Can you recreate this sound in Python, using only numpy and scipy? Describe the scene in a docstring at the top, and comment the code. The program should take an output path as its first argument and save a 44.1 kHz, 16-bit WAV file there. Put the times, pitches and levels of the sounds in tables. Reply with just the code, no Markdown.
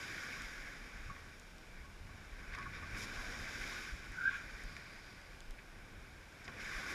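"""Shore break round a board

On the sand, down in the wash, with one microphone shut in a small waterproof case whose resonances
colour the surf. Wind buffets the case, drops tick on it and its mount rattles. Close by, water splashes
and slaps the board, which takes one dull knock, and once a gust whistles and rasps across the case.
The far sea is part of a steady hiss."""
import sys
import numpy as np
from scipy import signal
from scipy.fft import rfft, irfft
from scipy.io import wavfile

SR = 44100
rng = np.random.default_rng(int(sys.argv[2]) if len(sys.argv) > 2 else 0)


def transcribe(u):
    """Save the signal u as a 16-bit wav file named by the first command-line argument.

    u: samples, shape (n,) or (channels, n), limited to [-1, 1]; the rate is SR.
    q: integer samples, one column per channel.
    """
    v = np.clip(np.atleast_2d(u).T, -1, 1)
    q = np.round(v * 32767).astype(np.int16)
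    wavfile.write(sys.argv[1], SR, q)


N = 306054

# The waves coming and going. Each row: time in seconds, then wash, foam fizz and roar levels in dB.
WAVE_LEVELS = [(0, -47.5, -54, -57), (.4, -48, -55.5, -62.5), (.6, -51.5, -59.5, -61.5),
               (1.02, -55, -64.5, -66.5), (1.5, -63.5, -67.5, -76), (1.9, -67.5, -69, -74),
               (2.35, -56.5, -66.5, -65.5), (2.87, -52, -63.5, -61.5), (2.96, -48, -56.5, -57.5),
               (3.3, -49, -55, -55.5), (3.7, -46.5, -52.5, -57), (3.86, -48.5, -55.5, -61),
               (4, -54.5, -61, -67), (4.7, -54, -63.5, -65), (5.25, -60, -67, -71),
               (5.55, -64, -70.5, -71.5), (6.36, -61.5, -68, -69.5), (6.56, -52, -64, -59),
               (6.66, -46, -54.5, -61.5), (6.94, -44.5, -54, -53.5)]


def from_db(db):
    """Decibels to gain."""
    return 10 ** (np.asarray(db) / 20)


def rms_one(x):
    """Scale to rms 1."""
    return x / np.sqrt(np.mean(x ** 2) + 1e-20)


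def in_time(rows):
    """Each column after the times, interpolated sample by sample."""
    times, *columns = np.transpose(rows)
    return [np.interp(np.arange(N) / SR, times, column) for column in columns]


def following(level_db, share):
    """A share of a curve's swing about its mean."""
    return share * (level_db - level_db.mean())


def drift(corner_hz):
    """Slow random wander of rms 1: coarse noise through two one-pole low-passes."""
    step, settle = 40, 2000
    pole = np.exp(-2 * np.pi * corner_hz * step / SR)
    coarse = rng.standard_normal(N // step + settle + 2)
    slow = signal.lfilter([1], [1, -2 * pole, pole * pole], coarse)[settle:]
    return np.interp(np.arange(N) / step, np.arange(len(slow)), rms_one(slow))


def band(x, low_hz, high_hz, order=2):
    """Butterworth band-pass."""
    sos = signal.butter(order, [low_hz, min(high_hz, .45 * SR)], "band", fs=SR, output="sos")
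    return signal.sosfilt(sos, x)


def ring(drive, hz, t60):
    """One mode: a unit click sets off a sine of height 1 that falls 60 dB in t60 seconds."""
    r, w = from_db(-60 / (t60 * SR)), 2 * np.pi * hz / SR
    return signal.lfilter([0, np.sin(w)], [1, -2 * r * np.cos(w), r * r], drive + 1e-18)


def swell(start, length):
    """The samples a swell covers, their time from its crest, and its bell shape."""
    span = np.arange(max(0, round((start - length) * SR)), min(N, round((start + 2 * length) * SR)))
    t = span / SR - start - length / 2
    return span, t, np.exp(-.5 * (t / (0.35 * length)) ** 2)


def tone_bursts(events):
    """Each event is a tone under a bell-shaped swell."""
    out = np.zeros(N)
    for start, db, hz, length in events:
        span, t, bell = swell(start, length)
        out[span] += from_db(db) * bell * np.cos(2 * np.pi * hz * t)
    return out


def impacts(events, t60, low_ratio, high_ratio):
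    """Each event is a fast-dying burst of noise in a band round its pitch."""
    out, t = np.zeros(N), np.arange(3000) / SR
    for start, db, hz in events:
        burst = rng.standard_normal(len(t)) * from_db(-60 * t / t60)
        tick = band(burst, low_ratio * hz, high_ratio * hz)
        i = round(start * SR)
        out[i:i + len(t)] += from_db(db) * tick / np.abs(tick).max()
    return out


def through_case(x):
    """The closed case colours outside sound with a chain of peaks and notches."""
    # Each row: centre in Hz, width in Hz, gain in dB.
    resonances = [(1121, 54, 7), (1353, 130, -2), (1482, 240, 7), (1658, 630, 11), (2313, 640, 14.5),
                  (2640, 260, -0.5), (2785, 280, -7), (3000, 150, 0.5), (3675, 530, 6.5), (4300, 860, -1.5),
                  (4894, 610, 8.5), (5567, 650, 9.5), (6100, 440, -1.5), (6680, 670, 5.5), (7440, 650, 3.5),
                  (7960, 450, -6), (10100, 900, -1), (10940, 1600, 6.5)]
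    for hz, width_hz, db in resonances:
        a, d = from_db(db / 2), np.pi * width_hz / SR
        tuning = -2 * np.cos(2 * np.pi * hz / SR)
        x = signal.lfilter([1 + d * a, tuning, 1 - d * a], [1 + d / a, tuning, 1 - d / a], x)
    return x


def bubbles(per_s, spread_db, grain_db):
    """A pair of signals: the same uneven bubble bursts over two unrelated blurs of far ones."""
    sizes = from_db(spread_db * np.minimum(rng.exponential(1, N), 5))
    signs = rng.choice([-1, 1], N)
    bursts = sizes * signs * (rng.random(N) < per_s / SR)
    return rng.standard_normal((2, N)) + from_db(grain_db) * rms_one(bursts)


def patchy(pair, low_hz, high_hz, tilt_db, together_db, own_db, bands):
    """Bands, fed in turn by a pair of noises, swell together and flicker alone; tilt in dB an octave."""
    edges, out = np.geomspace(low_hz, high_hz, bands + 1), np.zeros(N)
    for k, (low, high) in enumerate(zip(edges, edges[1:])):
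        level_db = tilt_db * np.log2(low / low_hz) + together_db + own_db * drift(18.5)
        out += band(pair[k % 2], low, high) * from_db(level_db)
    return out


def surf():
    """Low roar, tumbling wash, fizz of bursting foam and fine spray; the case colours all but the roar."""
    wash_db, fizz_db, roar_db = in_time(WAVE_LEVELS)
    spray_db = -75.5 + following(fizz_db, share=0.92)
    lapping = 0.31 * drift(7.7) + 0.34 * drift(39.0)   # the water surges in all bands at once
    rush = rng.standard_normal((2, N))
    roar = patchy(rush, 187.4, 1154, tilt_db=-3.5, together_db=.5 * lapping, own_db=2.0, bands=5)
    churn = bubbles(per_s=900, spread_db=6.1, grain_db=-10.5)
    wash = patchy(churn, 1025, 2800, tilt_db=-4.0, together_db=1.3 * lapping, own_db=1.58, bands=4)
    foam = bubbles(per_s=2500, spread_db=6.4, grain_db=-6)
    fizz = patchy(foam, 2755, 8500, tilt_db=-5.0, together_db=1.2 * lapping, own_db=0.23, bands=5)
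    spray = patchy(foam, 7920, 18700, tilt_db=-10.0, together_db=.9 * lapping, own_db=-1.0, bands=4)
    layers = [(wash_db, wash), (fizz_db, fizz), (spray_db, spray)]
    coloured = sum(from_db(db) * rms_one(through_case(x)) for db, x in layers)
    return from_db(roar_db) * rms_one(roar) + coloured


def wind():
    """Wind presses on the case: lumpy low noise in three bands."""
    # Each row: time in seconds, buffeting level in dB, rumble level in dB.
    pressure = [(0, -63.5, -62), (.5, -54.5, -72), (.95, -57, -72.5), (1.1, -53, -52), (1.4, -60.5, -67.5),
                (2.05, -55, -57), (2.6, -53, -53), (3.05, -56.5, -53.5), (3.7, -56, -59), (4.2, -60, -62),
                (4.6, -55.5, -64), (5, -61.5, -69), (5.35, -59.5, -70), (5.72, -57, -72), (5.8, -61, -60.5),
                (6, -59, -58), (6.3, -69.5, -61.5), (6.75, -54, -59.5), (6.94, -79, -57)]
    buffet_db, rumble_db = in_time(pressure)
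    wash_db = in_time(WAVE_LEVELS)[0]
    flutter_db = -65 + following(rumble_db, share=0.27) + following(wash_db, share=0.34)
    lumps = from_db(1.93 * drift(4.4))
    noise = rng.standard_normal((3, N))
    buffet = band(noise[0], 18.3, 41) * from_db(2.3 * drift(7.3))
    rumble = band(noise[1], 39.7, 99) * lumps
    flutter = band(noise[2], 89.5, 229.0) * lumps
    layers = [(buffet_db, buffet), (rumble_db, rumble), (flutter_db, flutter)]
    return sum(from_db(db) * rms_one(x) for db, x in layers)


def hiss():
    """Steady smooth noise of the microphone and the far sea."""
    # Each row: frequency in Hz, relative spectral density in dB.
    spectrum = [(18, -20), (30, -1.5), (815, -15), (1300, -17.5), (1520, -11), (1780, -20.5), (2310, -15),
                (2770, -21.5), (5580, -31.5), (11000, -34.5), (15000, -44)]
    corner_hz, corner_db = np.transpose(spectrum)
    hz = np.maximum(np.fft.rfftfreq(N, 1 / SR), 1)
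    colour = from_db(np.interp(np.log(hz), np.log(corner_hz), corner_db))
    return from_db(-59) * rms_one(irfft(rfft(rng.standard_normal(N)) * colour, N))


def low_thumps():
    """Puffs of wind on the case, and one dull knock on the board at about 1.1 s."""
    # Each row: start in seconds, peak in dB, pitch in Hz.
    thumps = [(.16, -50, 150), (.474, -50, 43), (.987, -45, 43), (1.053, -43.5, 54.5), (1.086, -41, 110),
              (1.11, -43.5, 140), (1.798, -44, 52.4), (2, -48, 50), (2.314, -46, 35.3), (2.933, -45, 43),
              (3.178, -40, 32.8), (3.593, -41, 32), (3.923, -37.5, 46.8), (4.092, -41, 32),
              (4.526, -44, 38), (4.639, -38.5, 37), (5.483, -38.5, 27), (5.822, -48, 32),
              (6.754, -42.5, 38)]
    cycles = 1.27
    return tone_bursts([(start, db, hz, cycles / hz) for start, db, hz in thumps])


def drops():
    """Single drops tick on the case, right at the microphone."""
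    # Each row: start in seconds, peak in dB, pitch in Hz.
    ticks = [(.192, -47, 5000), (.42, -40, 7500), (1.398, -42, 6400), (1.583, -47, 6030),
             (2.55, -42.5, 5500), (2.968, -48, 6000), (4.12, -49, 10000), (4.637, -44.5, 8500),
             (5.4055, -39, 6760), (5.508, -46, 9000), (5.51, -46, 3800), (6.445, -48, 8000)]
    return impacts(ticks, t60=0.0048, low_ratio=0.47, high_ratio=1.2)


def splashes_and_rasp():
    """Short bursts of hiss through the case: splashes, and the whistling gust's rasp near 4.3 s."""
    # Each row: start in seconds, rms at the crest in dB, low and high edges in Hz, length in seconds.
    bursts = [(1.075, -63, 1000, 6000, 0.041), (1.708, -59.5, 1290, 2600, 0.16),
              (2.519, -48.5, 1180, 4450, .05), (2.567, -54.5, 1100, 4000, .1),
              (2.715, -50.5, 1300, 5000, .083), (2.893, -65, 1500, 12000, .04),
              (2.967, -54, 4470, 12500, 0.04), (3.002, -50, 3400, 11500, .058),
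              (4.24, -51, 2200, 3940, 0.18), (4.304, -62, 4570, 7500, 0.13), (4.45, -67, 3930, 5070, 0.94),
              (4.626, -64, 2000, 8000, 0.13), (5.58, -54, 1300, 3500, 0.021),
              (6.443, -59.5, 4000, 7000, 0.023), (6.476, -50, 300, 1290, 0.026),
              (6.593, -50.5, 1500, 9000, 0.043), (6.895, -49.5, 2000, 12000, 0.038)]
    grains = bubbles(per_s=1800, spread_db=3.1, grain_db=-3.5)[0]
    dulled = signal.lfilter([1], [1, -.75], grains)
    coloured, out = through_case(dulled), np.zeros(N)
    for start, db, low_hz, high_hz, length in bursts:
        span, _, bell = swell(start, length)
        out[span] += from_db(db) * bell * rms_one(band(coloured[span], low_hz, high_hz))
    return out


def mount_rattle():
    """A loose joint chatters for a moment and rings the modes of the case's mount."""
    # Each row: start in seconds, peak in dB, length of the chatter in seconds.
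    knocks = [(1.095, -39.5, 0.0065), (1.164, -51, .004), (1.819, -55, 0.035), (2.086, -54, 0.014),
              (2.39, -55, .03), (2.545, -46, 0.0077), (2.573, -38.5, 0.019), (2.651, -39, .012),
              (2.737, -49, 0.018), (2.771, -49.5, 0.019), (2.818, -45, 0.014), (2.947, -55, .017),
              (3.143, -46, .04), (4.3, -49, 0.034)]
    # Each row: frequency in Hz, relative gain in dB, seconds to fall 60 dB.
    modes = [(1114.6, 4, 0.092), (1200, 0, 0.042), (1415, -6, .035), (1670, -5, .05), (2190, -21, .03)]
    out, t = np.zeros(N), np.arange(8000) / SR
    for start, db, length in knocks:
        envelope = (t / length) * np.exp(-2 * t / length)
        chatter = band(rng.standard_normal(len(t)) * envelope, 1050, 1780)
        rung = sum(from_db(mode_db) * ring(chatter, hz, t60) for hz, mode_db, t60 in modes)
        i = round(start * SR)
        out[i:i + len(t)] += from_db(db) * rung / np.abs(rung).max()
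    return out


def board_slaps():
    """Water slaps the board, heard through the case."""
    # Each row: start in seconds, peak outside the case in dB, pitch in Hz.
    slaps = [(1.163, -55, 1500), (2.183, -64, 2300), (2.533, -56, 1700), (2.547, -59, 2200),
             (2.586, -48, 1900), (2.626, -50, 1590), (4.766, -46.5, 2350), (6.479, -46, 1510)]
    return through_case(impacts(slaps, t60=0.026, low_ratio=0.38, high_ratio=2.13))


def whistle():
    """A gust across the case blows a rough airy note, with short purer throbs that climb in pitch."""
    # Each row: time in seconds, level of the airy note in dB.
    gust = [(4.13, -69), (4.17, -48.5), (4.23, -44), (4.28, -38), (4.31, -48), (4.36, -47.5), (4.41, -53),
            (4.47, -60)]
    # Each row: start in seconds, peak in dB, length in seconds.
    throbs = [(4.182, -36.5, 0.011), (4.19, -44, .014), (4.205, -46, 0.017), (4.233, -33, .016),
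              (4.254, -26, .013), (4.268, -35, .0077), (4.276, -23.5, .0083), (4.29, -29.5, 0.0058),
              (4.329, -39, .0096), (4.354, -38, 0.0088)]
    first_s, first_hz, climb_hz_per_s = throbs[0][0], 1500, 1000
    air = rms_one(band(rng.standard_normal(N), 1387, 1623, order=4))
    times, level_db = np.transpose(gust)
    envelope = np.interp(np.arange(N) / SR, times, from_db(level_db), left=0, right=0)
    tones = [(start, db, first_hz + climb_hz_per_s * (start - first_s), length)
             for start, db, length in throbs]
    return air * envelope + tone_bursts(tones)


def scene():
    """Everything meets at the one microphone, which feeds both channels."""
    hits = board_slaps() + mount_rattle() + drops() + low_thumps()
    mono = surf() + splashes_and_rasp() + wind() + whistle() + hits + hiss()
    return np.stack([mono, mono])


def record(dry):
    """A steep low-pass cuts the top of the treble."""
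    cutoff_hz = 15150
    return signal.sosfilt(signal.ellip(12, .3, 70, cutoff_hz, fs=SR, output="sos"), dry)


dry = scene()
out = record(dry)
transcribe(out)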